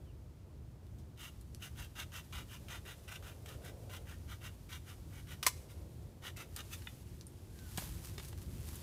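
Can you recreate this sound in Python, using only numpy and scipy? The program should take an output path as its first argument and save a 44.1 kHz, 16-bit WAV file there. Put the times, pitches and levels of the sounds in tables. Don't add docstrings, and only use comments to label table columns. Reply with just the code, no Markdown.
import sys
import numpy as np
from scipy import signal
from scipy.fft import rfft, irfft
from scipy.io import wavfile
from scipy.ndimage import uniform_filter1d

SR = 44100
rng = np.random.default_rng(int(sys.argv[2]) if len(sys.argv) > 2 else 0)


def bounce(signal):
    frames = np.transpose(np.atleast_2d(signal))
    limited = np.clip(frames, -1, 1)
    pcm = np.round(limited * 32767).astype(np.int16)
    wavfile.write(sys.argv[1], SR, pcm)


N = 388962
T = np.arange(N) / SR
TOP_HZ = 15350

# start/s, end/s, level/dB, bite at entry (0-1), depth/dB (+ in solid wood, - near the bark)
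STROKES_AND_RUSTLE = [ (1.16, 1.315, -47.5, .03, -3.5), (1.598, 1.705, -48, 0.16, -5),
                      (1.751, 1.882, -47.5, .08, -2.5), (1.953, 2.057, -43.5, 0.42, -0.5),
                      (2.118, 2.226, -44.5, 0.42, -5), (2.325, 2.444, -48.5, 0.78, 3),
                      (2.482, 2.593, -51.5, 0.16, 0.5), (2.684, 2.805, -48, 0.77, 4),
                      (2.851, 2.964, -50.5, 0.5, 1.5), (3.078, 3.195, -50, .7, 3.5),
                      (3.225, 3.345, -55, 0.5, 2.5), (3.459, 3.574, -55, 1, 3), (3.618, 3.73, -55, 0.26, 1),
                      (3.896, 4.002, -47, 0.57, -1.5), (4.052, 4.17, -56, 0.15, 4.5),
                      (4.276, 4.364, -52, 0.21, 4), (4.405, 4.508, -50, 0.15, 2),
                      (4.690, 4.797, -49.5, 0.66, -0.5), (4.848, 4.959, -55.5, .1, 2),
                      (5.109, 5.232, -58, 0.17, 4), (5.270, 5.366, -51, 0.34, 0),
                      (5.680, 5.744, -59, .05, -0.5), (6.216, 6.318, -46, 0.049, 1.5),
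                      (6.363, 6.462, -48.5, 0.61, -0.5), (6.561, 6.627, -47, 1, -1),
                      (6.707, 6.769, -44.5, 0.14, -19)]


def undb(db):
    return 10 ** (np.asarray(db) / 20)


def unit(x):
    return x / np.sqrt(np.mean(x ** 2))


def add(out, start_s, x):
    i = int(start_s * SR)
    out[i:i + len(x)] += x[:N - i]


def convolve(x, response):
    return signal.fftconvolve(x, response)[:len(x)]


def colour(points, size=8192):
    hz, db = np.transpose(points)
    bin_hz = np.maximum(np.arange(size // 2 + 1) * SR / size, 1)
    gain = undb(np.interp(np.log(bin_hz), np.log(hz), db))
    cepstrum = irfft(np.log(gain))
    cepstrum[1:size // 2] *= 2
    cepstrum[size // 2 + 1:] = 0
    response = irfft(np.exp(rfft(cepstrum)))
    return response / np.linalg.norm(response)


def resonate(x, hz, width):
    w = 2 * np.pi * min(hz, TOP_HZ) / SR
    a = np.sin(w) * width / (2 * hz)
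    return signal.lfilter([a, 0, -a], [1 + a, -2 * np.cos(w), 1 - a], x + 1e-18)


def walk(per_s):
    hold = int(SR / per_s)
    steps = np.repeat(rng.standard_normal(N // hold + 1), hold)[:N]
    return unit(uniform_filter1d(steps, hold))


def grains(per_s, spread_db):
    size = undb(spread_db * np.minimum(rng.exponential(size=N), 5))
    return unit((rng.random(N) < per_s / SR) * size * rng.choice([-1, 1], N))


def background(roar_db=-68.5, air_db=-74):
    # f/Hz, level/dB
    rumble_tone = [(18, -29), (32, -21.5), (50, -2), (80, 1.5), (125, -4.5), (170, -10.5), (250, -17.5),
                   (350, -20), (480, -39.5), (900, -50)]
    roar_tone = [(150, -18), (300, 1), (450, 1), (570, -1), (720, -5.5), (830, -10), (1150, -17),
                 (1700, -25.5), (3000, -43.5)]
    air_tone = [(300, -7.5), (900, 6.5), (1800, -1), (3200, -4), (5000, -7), (10000, -13), (15500, -33)]
    # t/s, level/dB
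    rumble_levels = [(0, -50.5), (5.0, -51), (7.4, -50), (8.6, -45.5), (8.82, -48)]
    # t/s at the top, level/dB, half length/s
    swells = [(3.301, -66, 0.69), (3.74, -58, 0.26), (5.95, -64.5, 0.66), (8.501, -67.5, 0.72)]
    tones = (rumble_tone, roar_tone, roar_tone, air_tone)
    rumble, roar, surge, air = (convolve(rng.standard_normal(N), colour(tone)) for tone in tones)
    rumble_db = np.interp(T, *np.transpose(rumble_levels)) + 1.5 * walk(12)
    swell = np.sqrt(sum(undb(db) ** 2 * np.exp(-((T - s) / half) ** 2) for s, db, half in swells))
    roar = undb(roar_db) * roar + swell * unit(resonate(surge, hz=550, width=650))
    return rumble * undb(rumble_db) + roar * undb(1.2 * walk(22)) + undb(air_db) * air


def drone(hz=352, width=60):
    # t/s, level/dB
    levels = [(0, -78), (4.5, -75), (5.7, -72.5), (6.8, -71), (7.15, -65), (7.7, -71), (8.82, -66.5)]
    hum = resonate(resonate(rng.standard_normal(N), hz, width), hz, width)
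    return undb(np.interp(T, *np.transpose(levels))) * unit(hum)


def stirring(breeze_db=-85, shake_db=-65.5, settle_s=0.5):
    # t/s, level/dB, rise/s, fall/s
    moves = [(5.52, -64, .03, 0.18), (6.74, -60.5, 0.22, 0.37), (7.84, -56, 0.27, 0.11),
             (7.785, -51, .004, 0.15), (8.04, -59.5, .05, 0.17), (8.24, -56, 0.033, 0.076),
             (8.43, -63.5, 0.039, 0.027), (8.68, -57, 0.18, 0.84)]
    moving = sum(1. * ((T > start) & (T < end)) for start, end, *_ in STROKES_AND_RUSTLE)
    carry = np.exp(-1 / (settle_s * SR))
    shaking = signal.lfilter([1 - carry], [1, -carry], moving)
    power = undb(breeze_db) ** 2 + undb(shake_db) ** 2 * shaking
    for s, db, rise, fall in moves:
        power += (undb(db) * np.exp(-np.maximum((s - T) / rise, (T - s) / fall))) ** 2
    return np.sqrt(power)


def needles(hard_db=-54):
    # f/Hz, level/dB
    needle_tone = [(560, -31), (830, 1), (1440, -2.5), (1940, -2.5), (2340, -3.5), (2620, -2), (12200, -4),
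                   (15500, -9)]
    crackle_db = np.interp(T, [7.5, 8.05], [-13, -3])
    brush = grains(per_s=12000, spread_db=1.8) + undb(crackle_db) * grains(per_s=340, spread_db=3.5)
    strength = stirring()
    rustle = strength * undb(1.2 * walk(30)) * convolve(brush, colour(needle_tone))
    brightness = 0.6 * np.minimum(strength / undb(hard_db), 1)
    return rustle + brightness * resonate(rustle, hz=12000, width=9800)


def birds():
    # t/s, length/s, first f/Hz, last f/Hz, level/dB
    whistles = [(0.033, .10, 3490, 2510, -73), (7.51, .24, 1657, 1410, -66)]
    out = np.zeros(N)
    for start, length, from_hz, to_hz, db in whistles:
        progress = np.clip((T - start) / length, 0, 1)
        hz = from_hz + (to_hz - from_hz) * progress + 55 * walk(900)
        loudness = undb(db - 0.5 + 2.1 * walk(70)) * np.sin(np.pi * progress)
        out += loudness * np.sin(2 * np.pi * np.cumsum(hz) / SR)
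    return out


def fracture(decay_s, splinters, size=4096):
    burst = splinters * rng.standard_normal(size) * np.exp(-T[:size] / decay_s)
    burst[0] = 1
    return burst


def twigs():
    # t/s, peak level/dB, f/Hz, width/Hz, decay/s
    hits = [(.868, -53.5, 6500, 5000, .001), (.985, -59, 5000, 8000, 0.023),
            (1.412, -46.5, 9000, 9000, .0018), (1.548, -35.5, 5800, 11100, 0.00048),
            (3.461, -45, 4210, 8000, .0018), (3.650, -43, 9040, 8000, .001),
            (6.370, -39, 8000, 9000, 0.0027), (6.563, -30.5, 7900, 12100, 0.004),
            (6.820, -45.5, 1510, 2990, 0.0062), (7.211, -37, 5170, 3000, 0.00083),
            (7.268, -41, 9300, 1500, 0.0023), (7.590, -40.5, 3460, 2500, .0008),
            (7.775, -27, 5500, 12000, 0.0037), (7.779, -36, 895, 1500, 0.014),
            (7.782, -28.5, 1860, 700, 0.0017), (7.822, -43, 1000, 1500, .0042),
            (8.056, -36, 7800, 10000, 0.0014), (8.18, -36.5, 1700, 4000, .0049),
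            (8.198, -39.5, 1100, 2000, 0.0059), (8.248, -41, 4930, 12000, 0.0064),
            (8.285, -43, 9000, 9000, 0.0048), (8.33, -41.5, 990, 1100, 0.0024),
            (8.756, -38, 10900, 8000, .004)]
    out = np.zeros(N)
    for s, db, hz, width, decay in hits:
        hit = resonate(fracture(decay, splinters=0.35), hz, width)
        add(out, s, undb(db) * hit / np.abs(hit).max())
    return out


def saw(tooth_hz=520, fastest_share=0.48, catch_s=0.005, usual_stroke_db=-48):
    # t/s, level/dB, length/s
    snags = [(1.634, -43.5, 0.012), (2.001, -30.5, .0034), (2.159, -52, 0.0029), (2.687, -43, .0022),
             (3.16, -45, 0.0041), (4.731, -45, 0.0065), (6.606, -40, .0029), (6.736, -38, .005)]
    # f/Hz, width/Hz, level/dB
    wood_notes = [(780, 150, -13), (990, 90, -7), (1234, 33, -3), (1432, 213, 1), (1522, 107, -6),
                  (1926, 237, -1.5), (2350, 180, -5.5)]
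    blade_notes = [(2803, 139, 2.5), (3060, 320, -2.5), (3480, 180, -11), (3610, 106, -7.5),
                   (3880, 120, -12), (6100, 290, -9.5)]
    # f/Hz, level/dB
    rasp_tone = [(400, -12), (900, -7.5), (2500, 3), (3800, -11), (4500, 4.5), (6500, 0), (8000, 1),
                 (11000, 1.5), (15500, -1)]
    ring, speed, force, rasp_gain, wood_gain = np.zeros((5, N))
    ring_spans = []
    for start, end, db, bite, depth_db in STROKES_AND_RUSTLE:
        span = slice(int(start * SR), int(end * SR))
        travel = np.interp(T[span], [start, start + fastest_share * (end - start), end], [0, .5, 1])
        speed[span] = np.sin(np.pi * travel)
        swell = speed[span] ** 1.51
        catch = 0.91 + 0.95 * bite * np.exp((start - T[span]) / catch_s)
        press = swell + bite * (1 - swell) * (travel < .5) * catch
        force[span], wood_gain[span] = undb(db) * press, undb(depth_db)
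        rasp_gain[span] = undb(-51 + 0.47 * (db - usual_stroke_db) - 0.22 * depth_db) * press
        ring_spans.append(slice(span.start, span.stop + SR // 50))
    snag = sum(undb(db) * np.exp(-((T - s) / length) ** 2) for s, db, length in snags)
    teeth_per_s = tooth_hz * (.3 + .7 * speed) * np.exp(.2 * walk(150))
    tooth_phase = np.cumsum(teeth_per_s) / SR % 1
    tooth_pulse = np.exp(-tooth_phase / 0.84)
    tearing = unit(tooth_pulse * grains(per_s=14000, spread_db=0.2) * undb(1.65 * walk(170)))
    wood_drive = force * wood_gain + 0.084 * snag
    blade_drive = force * undb(-1.5) + snag
    for notes, drive in ((wood_notes, wood_drive), (blade_notes, blade_drive)):
        for hz, width, db in notes:
            push = tearing * drive * undb(db + walk(45))
            for span, (bend, grip) in zip(ring_spans, rng.standard_normal((len(ring_spans), 2))):
                ring[span] += undb(1.5 * grip) * resonate(push[span], hz * (1 + 0.032 * bend), width)
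    rasp = convolve(tearing * (rasp_gain + 0.22 * snag), colour(rasp_tone))
    return undb(5.5) * ring + undb(-6) * rasp


def crack(snap_db=2.5, ring_db=2.0):
    # t/s, level/dB, splinter decay/s
    breaks = [(5.4286, -25.5, 0.0027), (5.4317, -25.5, 0.0046), (5.4472, -37, 0.0043),
              (5.457, -36.5, 0.0091), (5.4655, -14.5, 0.0011), (5.4661, -15.5, 0.0036),
              (5.4689, -8, 0.00062), (5.472, -18, 0.0041), (5.481, -44, 0.0018), (5.483, -25.5, 0.002)]
    # f/Hz, width/Hz, level/dB
    branch_notes = [(1030, 105, -1), (1304, 88, -5), (1530, 46, 0), (2165, 220, 4.5), (2700, 45, -7),
                    (2950, 51, -10), (3240, 86, 5), (3730, 130, -6), (4200, 61, -8), (5600, 41, 6),
                    (5980, 61, 8), (6900, 170, -10), (7340, 32, -9), (8000, 41, -10)]
    # f/Hz, level/dB
    snap_tone = [(150, -37), (420, -7), (800, -8), (1100, 3.5), (1650, -0.5), (2100, -0.5), (3400, 2),
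                 (7000, -3.5), (11000, -2), (15500, -7.5)]
    push = np.zeros(N)
    for s, db, decay in breaks:
        add(push, s, undb(db) * fracture(decay, splinters=0.33))
    ring = sum(undb(db) * resonate(push, hz, width) for hz, width, db in branch_notes)
    return undb(snap_db) * convolve(push, colour(snap_tone)) + undb(ring_db) * ring


def knock(start_s=6.871, db=-47, contact_s=0.0051):
    # f/Hz, width/Hz, level/dB
    end_notes = [(940, 400, -9), (1390, 350, -3), (1790, 240, -1), (2040, 150, 0), (2490, 150, -0.5),
                 (2900, 220, 0), (3570, 170, 3.5)]
    out, t = np.zeros(N), T[:SR // 16]
    free_s = np.maximum(t - contact_s, 0)
    for hz, width, note_db in end_notes:
        note = np.sin(2 * np.pi * (hz * t + rng.random()))
        add(out, start_s, undb(db + note_db) * np.exp(-np.pi * width * free_s) * note)
    return out


def bumps():
    # t/s, level/dB, f/Hz, decay/s
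    thuds = [(7.780, -31.5, 178, 0.0055), (7.7812, -35, 756, 0.0036), (7.822, -43.5, 630, .005),
             (8.180, -43.5, 398, .007)]
    out, t = np.zeros(N), T[:SR // 8]
    for s, db, hz, decay in thuds:
        add(out, s, undb(db) * np.exp(-t / decay) * np.sin(2 * np.pi * hz * t))
    return out


def forest(x, near_db=-9, near_s=0.013, far_db=-23.5, far_s=0.076, echo_count=4):
    t, out = T[:SR // 2], x
    for k in range(echo_count):
        near, far = rng.standard_normal((2, len(t))) * (t > .002)
        near = resonate(near, hz=6000, width=30000) * np.exp(-t / near_s)
        far = resonate(far, hz=5400, width=13000) * np.exp(-t / far_s)
        echo = undb(near_db) * near / np.linalg.norm(near) + undb(far_db) * far / np.linalg.norm(far)
        turn = np.cos(2 * np.pi * (1.3 * T + k / (2 * echo_count))) * np.sqrt(2 / echo_count)
        out = out + convolve(x * turn, echo)
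    return out


def scene():
    wood = saw() + crack() + knock() + bumps() + twigs()
    return (forest(wood + birds()) + needles() + drone() + background())[None]


def record(dry):
    return signal.sosfilt(signal.ellip(8, .2, 70, TOP_HZ, fs=SR, output="sos"), dry)


dry = scene()
out = record(dry)
bounce(out)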